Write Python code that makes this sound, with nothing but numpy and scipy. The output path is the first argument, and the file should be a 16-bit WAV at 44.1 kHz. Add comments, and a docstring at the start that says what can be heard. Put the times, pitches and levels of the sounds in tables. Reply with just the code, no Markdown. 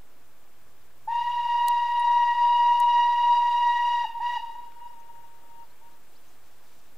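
"""Steam whistle in wooded country

A steam locomotive rolling nearer blows a long blast and a short toot: a steam jet sounds a resonant pipe.
Trees and far banks return the note late and a little flat, since the engine draws away from them
(the Doppler effect). Around it are quiet country air, a low hum, a few dry snaps and ticks and,
toward the end, faint bird chirps and the growing hiss of the engine."""
import sys
import numpy as np
from scipy import signal
from scipy.io import wavfile

SR = 44100
rng = np.random.default_rng(int(sys.argv[2]) if len(sys.argv) > 2 else 0)


def unload_audio(sound):
    """Save the sound as a 16-bit wav file, at the path given as the first command line argument."""
    columns = np.transpose(np.atleast_2d(sound))
    # keep every value between -1 and 1, then stretch to whole-number steps
    steps = np.round(np.clip(columns, -1, 1) * 32767)
    wavfile.write(sys.argv[1], SR, steps.astype(np.int16))


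N = 307542
T = np.arange(N) / SR

# country air: (frequency [Hz], relative spectral density [dB])
AIR_SPECTRUM = [(20, -12.5), (32, -26.5), (64, -12), (97, -19), (180, -24), (292, -16.5), (400, -17),
                (900, -18), (2500, -26.5), (6000, -32), (10000, -28.5), (13000, -37), (15700, -24.5)]
# country air: (time [s], rms level [dB])
AIR_LOUDNESS = [(0, -59), (3, -58.5), (5.5, -58), (7, -58.5)]
# country air: (frequency [Hz], left-right correlation [ratio])
AIR_COHERENCE = [(60, 1), (180, 0.81), (550, 0.61), (1650, 0.98), (4970, 0.13), (15000, 0.1)]
# noise bands of the hum: (centre [Hz], bandwidth [Hz], base level [dB])
HUM_BANDS = [(63, 11, -77.5), (175, 4.6, -79.5)]
# swell of the hum: (time [s], gain [dB])
HUM_GAIN = [(0, -6.5), (1.4, 5), (2, -1.5), (3.3, -0.5), (4.2, -10.5), (5.2, -1), (7, -5.5)]
# whistle valve: (opens [s], shuts [s], pressure time constant [s])
VALVE_OPENINGS = [(1.072, 4.062, .015), (4.199, 4.385, .009)]
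# fundamental at full pressure: (time [s], frequency [Hz])
PIPE_PITCH = [(1.12, 946.3), (1.31, 963), (1.44, 955), (2.58, 956.2), (3.91, 957.9), (4.05, 954),
              (4.36, 964.8)]
# harmonics by path: (multiple [1], direct gain [dB], to near trunks [dB], to far trees and banks [dB])
HARMONICS = [(1, 2, 0.5, 3), (2, 1, -10, -19.5), (3, -29, -7, -19), (4, -33, -17, -27),
             (5, -42.5, -27, -36), (6, -48, -31, -41.5), (7, -60, -40, -50.5), (8, -63, -44.5, -54.5)]
# direct path as the air and the cutting change, a list each for blast and toot: (time [s], base level [dB])
DIRECT_LEVEL = [
    [(1.09, -34), (1.12, -30), (1.49, -27.5), (1.57, -23.5), (1.93, -26), (2.17, -21), (2.35, -28),
     (2.4, -21.5), (2.86, -22), (2.89, -21), (3.17, -24.5), (3.32, -21), (3.52, -27.5), (3.56, -23.5),
     (4.01, -27.5), (4.04, -30)],
    [(4.22, -33.5), (4.246, -29), (4.36, -32.5)],
]
# second harmonic on the direct path: (time [s], base level [dB])
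OCTAVE_LEVEL = [(1.1, -51.5), (1.24, -46.5), (1.34, -54.5), (2.41, -42.5), (2.43, -53), (2.82, -43),
                (2.86, -52), (2.96, -40), (3.53, -48), (3.81, -38), (3.86, -53), (4.04, -41.5), (4.1, -58),
                (4.36, -43.5)]
# steam jet: (frequency [Hz], relative spectral density [dB])
JET_SPECTRUM = [(500, -17), (700, -12.5), (850, 9.5), (1100, -6.5), (1500, -6.5), (2600, -6.5), (4200, -9),
                (5200, -17), (7000, -18.5), (9500, -32)]
# far banks: (delay at ECHO_REF_S [s], delay growth [s/s], base gain [dB], left minus right [dB])
BANK_ECHOES = [(0.172, 0.018, -45, 0.5), (.585, 0.0022, -48, 1), (.60, 0.026, -51.5, -5),
               (1.0, 0.024, -62, 3), (1.565, .025, -50, 21.5), (1.4, .003, -60, 3)]
# swelling and fading of the far echoes: (time [s], gain [dB])
FAR_GAIN = [(4.0, -20), (4.19, -4), (4.35, -13), (4.5, -3.5), (4.75, -13.5), (4.83, -6.5), (5.02, -11.5),
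            (5.2, -11), (5.4, -18.5), (5.62, -8.5), (5.9, -19)]
# dry snaps: (time [s], peak before panning [dB], length [s], low edge [Hz], high edge [Hz],
# left minus right [dB])
SNAP_BURSTS = [(1.6715, -42, .0008, 5000, 11000, 4), (1.683, -20, .0036, 4000, 15000, 6),
               (2.8012, -28, .0022, 6500, 12500, 1), (4.72, -45, .002, 1000, 2800, 0)]
# ringing ticks: (time [s], peak [dB])
TICK_STRIKES = [(1.9969, -40.5), (2.004, -47)]
# bird chirps: (time [s], length [s], start pitch [Hz], end pitch [Hz], peak [dB])
BIRD_GLIDES = [(4.868, .035, 4302, 5655, -67), (4.992, 0.022, 5700, 6795, -64),
               (5.595, 0.023, 4060, 4460, -71), (5.696, 0.026, 3900, 4480, -66),
               (6.148, .035, 3530, 5900, -62), (6.278, .018, 6000, 6600, -64)]
# engine hiss growing out of the trees: (time [s], base level [dB])
HISS_LEVEL = [(4.5, -85), (5.5, -85), (6.3, -72.5), (7, -68.5)]

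SINCE_OPEN = T - VALVE_OPENINGS[0][0]
ECHO_REF_S = 4.2   # moment at which the bank and cutting-wall delays hold
ABSORPTION_HZ = 2380   # treble cut-off of an echo one second late


def from_db(db):
    """Amplitude ratio of a level in decibels."""
    return 10 ** (np.asarray(db) / 20)


def unit_rms(x):
    """Normalisation to an rms of 1."""
    return x / np.sqrt(np.mean(x ** 2) + 1e-20)


def in_time(rows):
    """Linear interpolation of (time, value) rows at every sample."""
    return np.interp(T, *np.transpose(rows))


def at_hz(rows, hz):
    """Interpolation on a logarithmic frequency axis."""
    frequencies, values = np.transpose(rows)
    return np.interp(np.log(hz), np.log(frequencies), values)


def drift(rate_hz):
    """Slow random fluctuation: low-passed noise of rms about 1."""
    step = 40   # samples per noise value
    pole = np.exp(-2 * np.pi * step * rate_hz / SR)
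    slow = signal.lfilter([1], [1, -2 * pole, pole ** 2], rng.standard_normal(N // step + 2002))[2000:]
    return np.interp(np.arange(N) / step, np.arange(len(slow)), unit_rms(slow))


def relax(x, tau_s):
    """First-order lag: the output approaches x exponentially."""
    rate = 1 / (tau_s * SR)
    return signal.lfilter([rate], [1, rate - 1], x)


def bandpass(x, low_hz, high_hz, order):
    """Butterworth filtering to one band."""
    return signal.sosfilt(signal.butter(order, [low_hz, high_hz], "band", fs=SR, output="sos"), x)


def panned(x, pan_db):
    """Direction from a level difference, left minus right."""
    return x * from_db([[pan_db / 2], [-pan_db / 2]])


def noise_band(low_hz, high_hz):
    """Partly coherent stereo noise: a common signal plus a weaker one in antiphase."""
    mid, side = unit_rms(bandpass(rng.standard_normal((2, N)), low_hz, high_hz, order=1))
    return mid + .4 * side * [[1], [-1]]


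def shaped_noise(spectrum, coherence, flicker_db):
    """Superposed half-octave noise bands, each with its own level, flicker and coherence; rms 1."""
    out, edges = 0, 20 * 2 ** np.arange(0, 10.1, .5)
    white = rng.standard_normal((2, 2, N))
    for k, (low, high) in enumerate(zip(edges, edges[1:])):
        mid, side = bandpass(white[k % 2], low, high, order=2)
        hz = np.sqrt(low * high)
        alike = at_hz(coherence, hz)
        gain = from_db(at_hz(spectrum, hz) + flicker_db * drift(30))
        out += gain * (np.sqrt(1 + alike) * mid + np.sqrt(1 - alike) * side * [[1], [-1]])
    return unit_rms(out)


def country_air():
    """Broadband ambient noise, its channels nearly incoherent in the high treble."""
    return from_db(in_time(AIR_LOUDNESS)) * shaped_noise(AIR_SPECTRUM, AIR_COHERENCE, flicker_db=0.84)


def hum(drone_hz=130.5, drone_db=-69):
    """Narrow-band noise wavers as its components beat; a steadier tone swells with it."""
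    bands = sum(from_db(level_db) * noise_band(hz - width / 2, hz + width / 2)
                for hz, width, level_db in HUM_BANDS)
    phase = 2 * np.pi * np.cumsum(drone_hz * (1 + 0.0068 * drift(1.5))) / SR
    drone = np.sin([phase + 0.58, phase - .6]) * from_db(drone_db + 2.0 * drift(3.8))
    return (bands + drone) * from_db(in_time(HUM_GAIN))


def steam_pressure(fall_s=0.0199):
    """Driving pressure, 0 to 1: an exponential rise as the valve opens, a linear fall as it shuts."""
    return sum((1 - np.exp(-np.clip(T - opens, 0, None) / rise_s)) * np.clip((shuts - T) / fall_s, 0, 1)
               for opens, shuts, rise_s in VALVE_OPENINGS)


def whistle(steam, pitch_sag=0.14, bark_db=4.5):
    """Pipe resonance radiates harmonics ahead, aside and behind; low pressure flattens and dulls them."""
    hz = in_time(PIPE_PITCH) * (1 - pitch_sag * (1 - steam) + 0.0013 * drift(31))
    phase = 2 * np.pi * np.cumsum(hz) / SR
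    speaking = np.sin(np.pi / 2 * np.clip(steam / 0.61, 0, 1)) ** 2   # the pipe needs pressure to sound
    blast, toot = DIRECT_LEVEL
    level_db = in_time(blast + toot) + bark_db * 4 * steam * (1 - steam)   # barks at half pressure
    octave_db = in_time(OCTAVE_LEVEL)
    pan_db = 1 - 0.4 * SINCE_OPEN + 0.9 * drift(5)   # the engine drifts right round the curve
    clearing = from_db(-0.22 + 0.4663 * SINCE_OPEN)   # overtones clear as it leaves the trees
    ahead = aside = behind = 0
    for k, ahead_db, aside_db, behind_db in HARMONICS:
        jitter = 0.26 * (k - 1) * drift(17.3)
        tone = np.sqrt(2) * np.sin(k * phase + jitter) * speaking * (steam * clearing ** (1 / 1.1)) ** (
            1.1 * (k - 1))
        flutter_db = (.8 if k == 1 else 3.0) * drift(16.4)
        ahead += tone * from_db(ahead_db + flutter_db + (octave_db if k == 2 else level_db))
        aside += tone * from_db(aside_db)
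        behind += tone * from_db(behind_db) * steam   # weak notes do not carry far
    return ahead * from_db([pan_db / 2, -pan_db / 2]), aside, behind


def steam_jet(steam, rise_s=0.023, linger_s=.12):
    """Turbulence at the whistle lip: noise that builds more slowly than the note and lingers in the trees."""
    built = np.minimum(steam, relax(steam, rise_s))
    envelope = np.sqrt(0.51 * built ** 2 + 0.092 * relax(steam ** 2, linger_s))
    gain = from_db(-51.5 + 0.74 * SINCE_OPEN)   # grows as the engine nears
    return envelope * gain * shaped_noise(JET_SPECTRUM, [(500, 0.91), (9000, 1.0)], flicker_db=2.0)


def echo(x, lag, absorption_s):
    """Doppler effect: a growing lag flattens the pitch. Travel through air for absorption_s dulls it."""
    cutoff_hz = min(ABSORPTION_HZ / np.sqrt(absorption_s), 15000)
    pole = np.exp(-2 * np.pi * cutoff_hz / SR)
    return signal.lfilter([1 - pole], [1, -pole], np.interp(T - lag, T, x, left=0))


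def trunks(x, count, first_s, spread_s, max_slip, base_db, t60_s):
    """Scattering: each path lengthens at its own rate, fades out and passes to the next trunk."""
    golden = (np.sqrt(5) - 1) / 2   # spreads the trunks evenly in depth
    out = 0
    for k, (nudge, bearing) in enumerate(rng.random((count, 2))):
        turn = (k + .5) / count   # paths turned furthest back are flattest and weakest
        slip = max_slip * turn ** 1.2   # fraction of pitch lost
        depth = (k * golden + nudge / 4 + slip * T / spread_s) % 1
        lag = first_s + spread_s * depth
        fade = np.clip(30 * np.minimum(depth, 1 - depth), 0, 1)
        gain = fade * from_db(base_db - 10 * turn - 60 * lag / t60_s + 3.72 * drift(3.86))
        out += panned(echo(x, lag, lag[-1]) * gain, pan_db=5 * (2 * bearing - 1))
    return out


def reflector(x, delay_s, slip, gain_db, pan_db, waver_db, waver_hz):
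    """Reflection from a receding surface: one unsteady copy, flat by the fraction slip."""
    lag = delay_s + slip * (T - ECHO_REF_S)
    gain = from_db(gain_db + waver_db * drift(waver_hz))
    return panned(echo(x, lag, delay_s) * gain, pan_db)


def landscape(aside, behind):
    """Multipath propagation: banks and the wall of a railway cutting echo; near trunks smear, far ones
    reverberate."""
    banks = sum(reflector(behind, *bank, waver_db=2.0, waver_hz=27) for bank in BANK_ECHOES)
    cutting_wall = reflector(behind, delay_s=.115, slip=0.034, gain_db=-43, pan_db=1.5, waver_db=3, waver_hz=13)
    near = trunks(aside, count=40, first_s=.003, spread_s=.2, max_slip=.034, base_db=-39, t60_s=0.29)
    far = trunks(behind, count=30, first_s=.1, spread_s=0.97, max_slip=0.035, base_db=-38.5, t60_s=2.84)
    return cutting_wall + near + (banks + far) * from_db(in_time(FAR_GAIN))


def snaps(tail_s=.004):
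    """Broadband transients: noise bursts with an exponential tail, partly coherent between channels."""
    out = np.zeros((2, N))
    t = np.arange(SR // 20) / SR
    for onset_s, peak_db, length_s, low_hz, high_hz, pan_db in SNAP_BURSTS:
        envelope = np.exp(-(t / length_s) ** 4) + 0.51 * np.exp(-t / tail_s)
        noise = rng.standard_normal(len(t)) + 0.68 * rng.standard_normal((2, len(t)))
        burst = bandpass(noise * envelope, low_hz, high_hz, order=2)
        start = round(onset_s * SR)
        out[:, start:start + len(t)] += panned(burst / np.abs(burst).max() * from_db(peak_db), pan_db)
    return out


def ticks(mode_hz=10040, t60_s=0.013):
    """Damped free vibration of one high mode, struck twice."""
    out = 0
    for onset_s, peak_db in TICK_STRIKES:
        age = np.clip(T - onset_s, 0, 1)
        out += from_db(peak_db - 60 * age / t60_s) * np.sin(2 * np.pi * mode_hz * age)
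    return out


def birds():
    """Frequency modulation: each chirp is a pure tone gliding upward under a half-sine envelope."""
    out = 0
    for onset_s, length_s, from_hz, to_hz, peak_db in BIRD_GLIDES:
        progress = np.clip((T - onset_s) / length_s, 0, 1)
        phase = 2 * np.pi * np.cumsum(from_hz + (to_hz - from_hz) * progress) / SR
        out += from_db(peak_db) * np.sin(np.pi * progress) * np.sin(phase)
    return out


def engine_hiss():
    """Distant steam noise; random amplitude modulation makes it puff lightly."""
    return noise_band(low_hz=1800, high_hz=7500) * from_db(in_time(HISS_LEVEL) + 3.0 * drift(5))


def scene():
    """Superposition of the direct whistle, its echoes, the steam noise and the countryside."""
    steam = steam_pressure()
    direct, aside, behind = whistle(steam)
    air = country_air()
    train = direct + engine_hiss() + landscape(aside, behind) + steam_jet(steam)
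    return train + air + hum() + snaps() + ticks() + birds()


def record(dry, stopband_hz=15950, offset=.0106):
    """Steep low-pass filtering removes the highest treble; a small constant offset is added."""
    return signal.sosfilt(signal.cheby2(20, 60, stopband_hz, fs=SR, output="sos"), dry) + offset


dry = scene()
out = record(dry)
unload_audio(out)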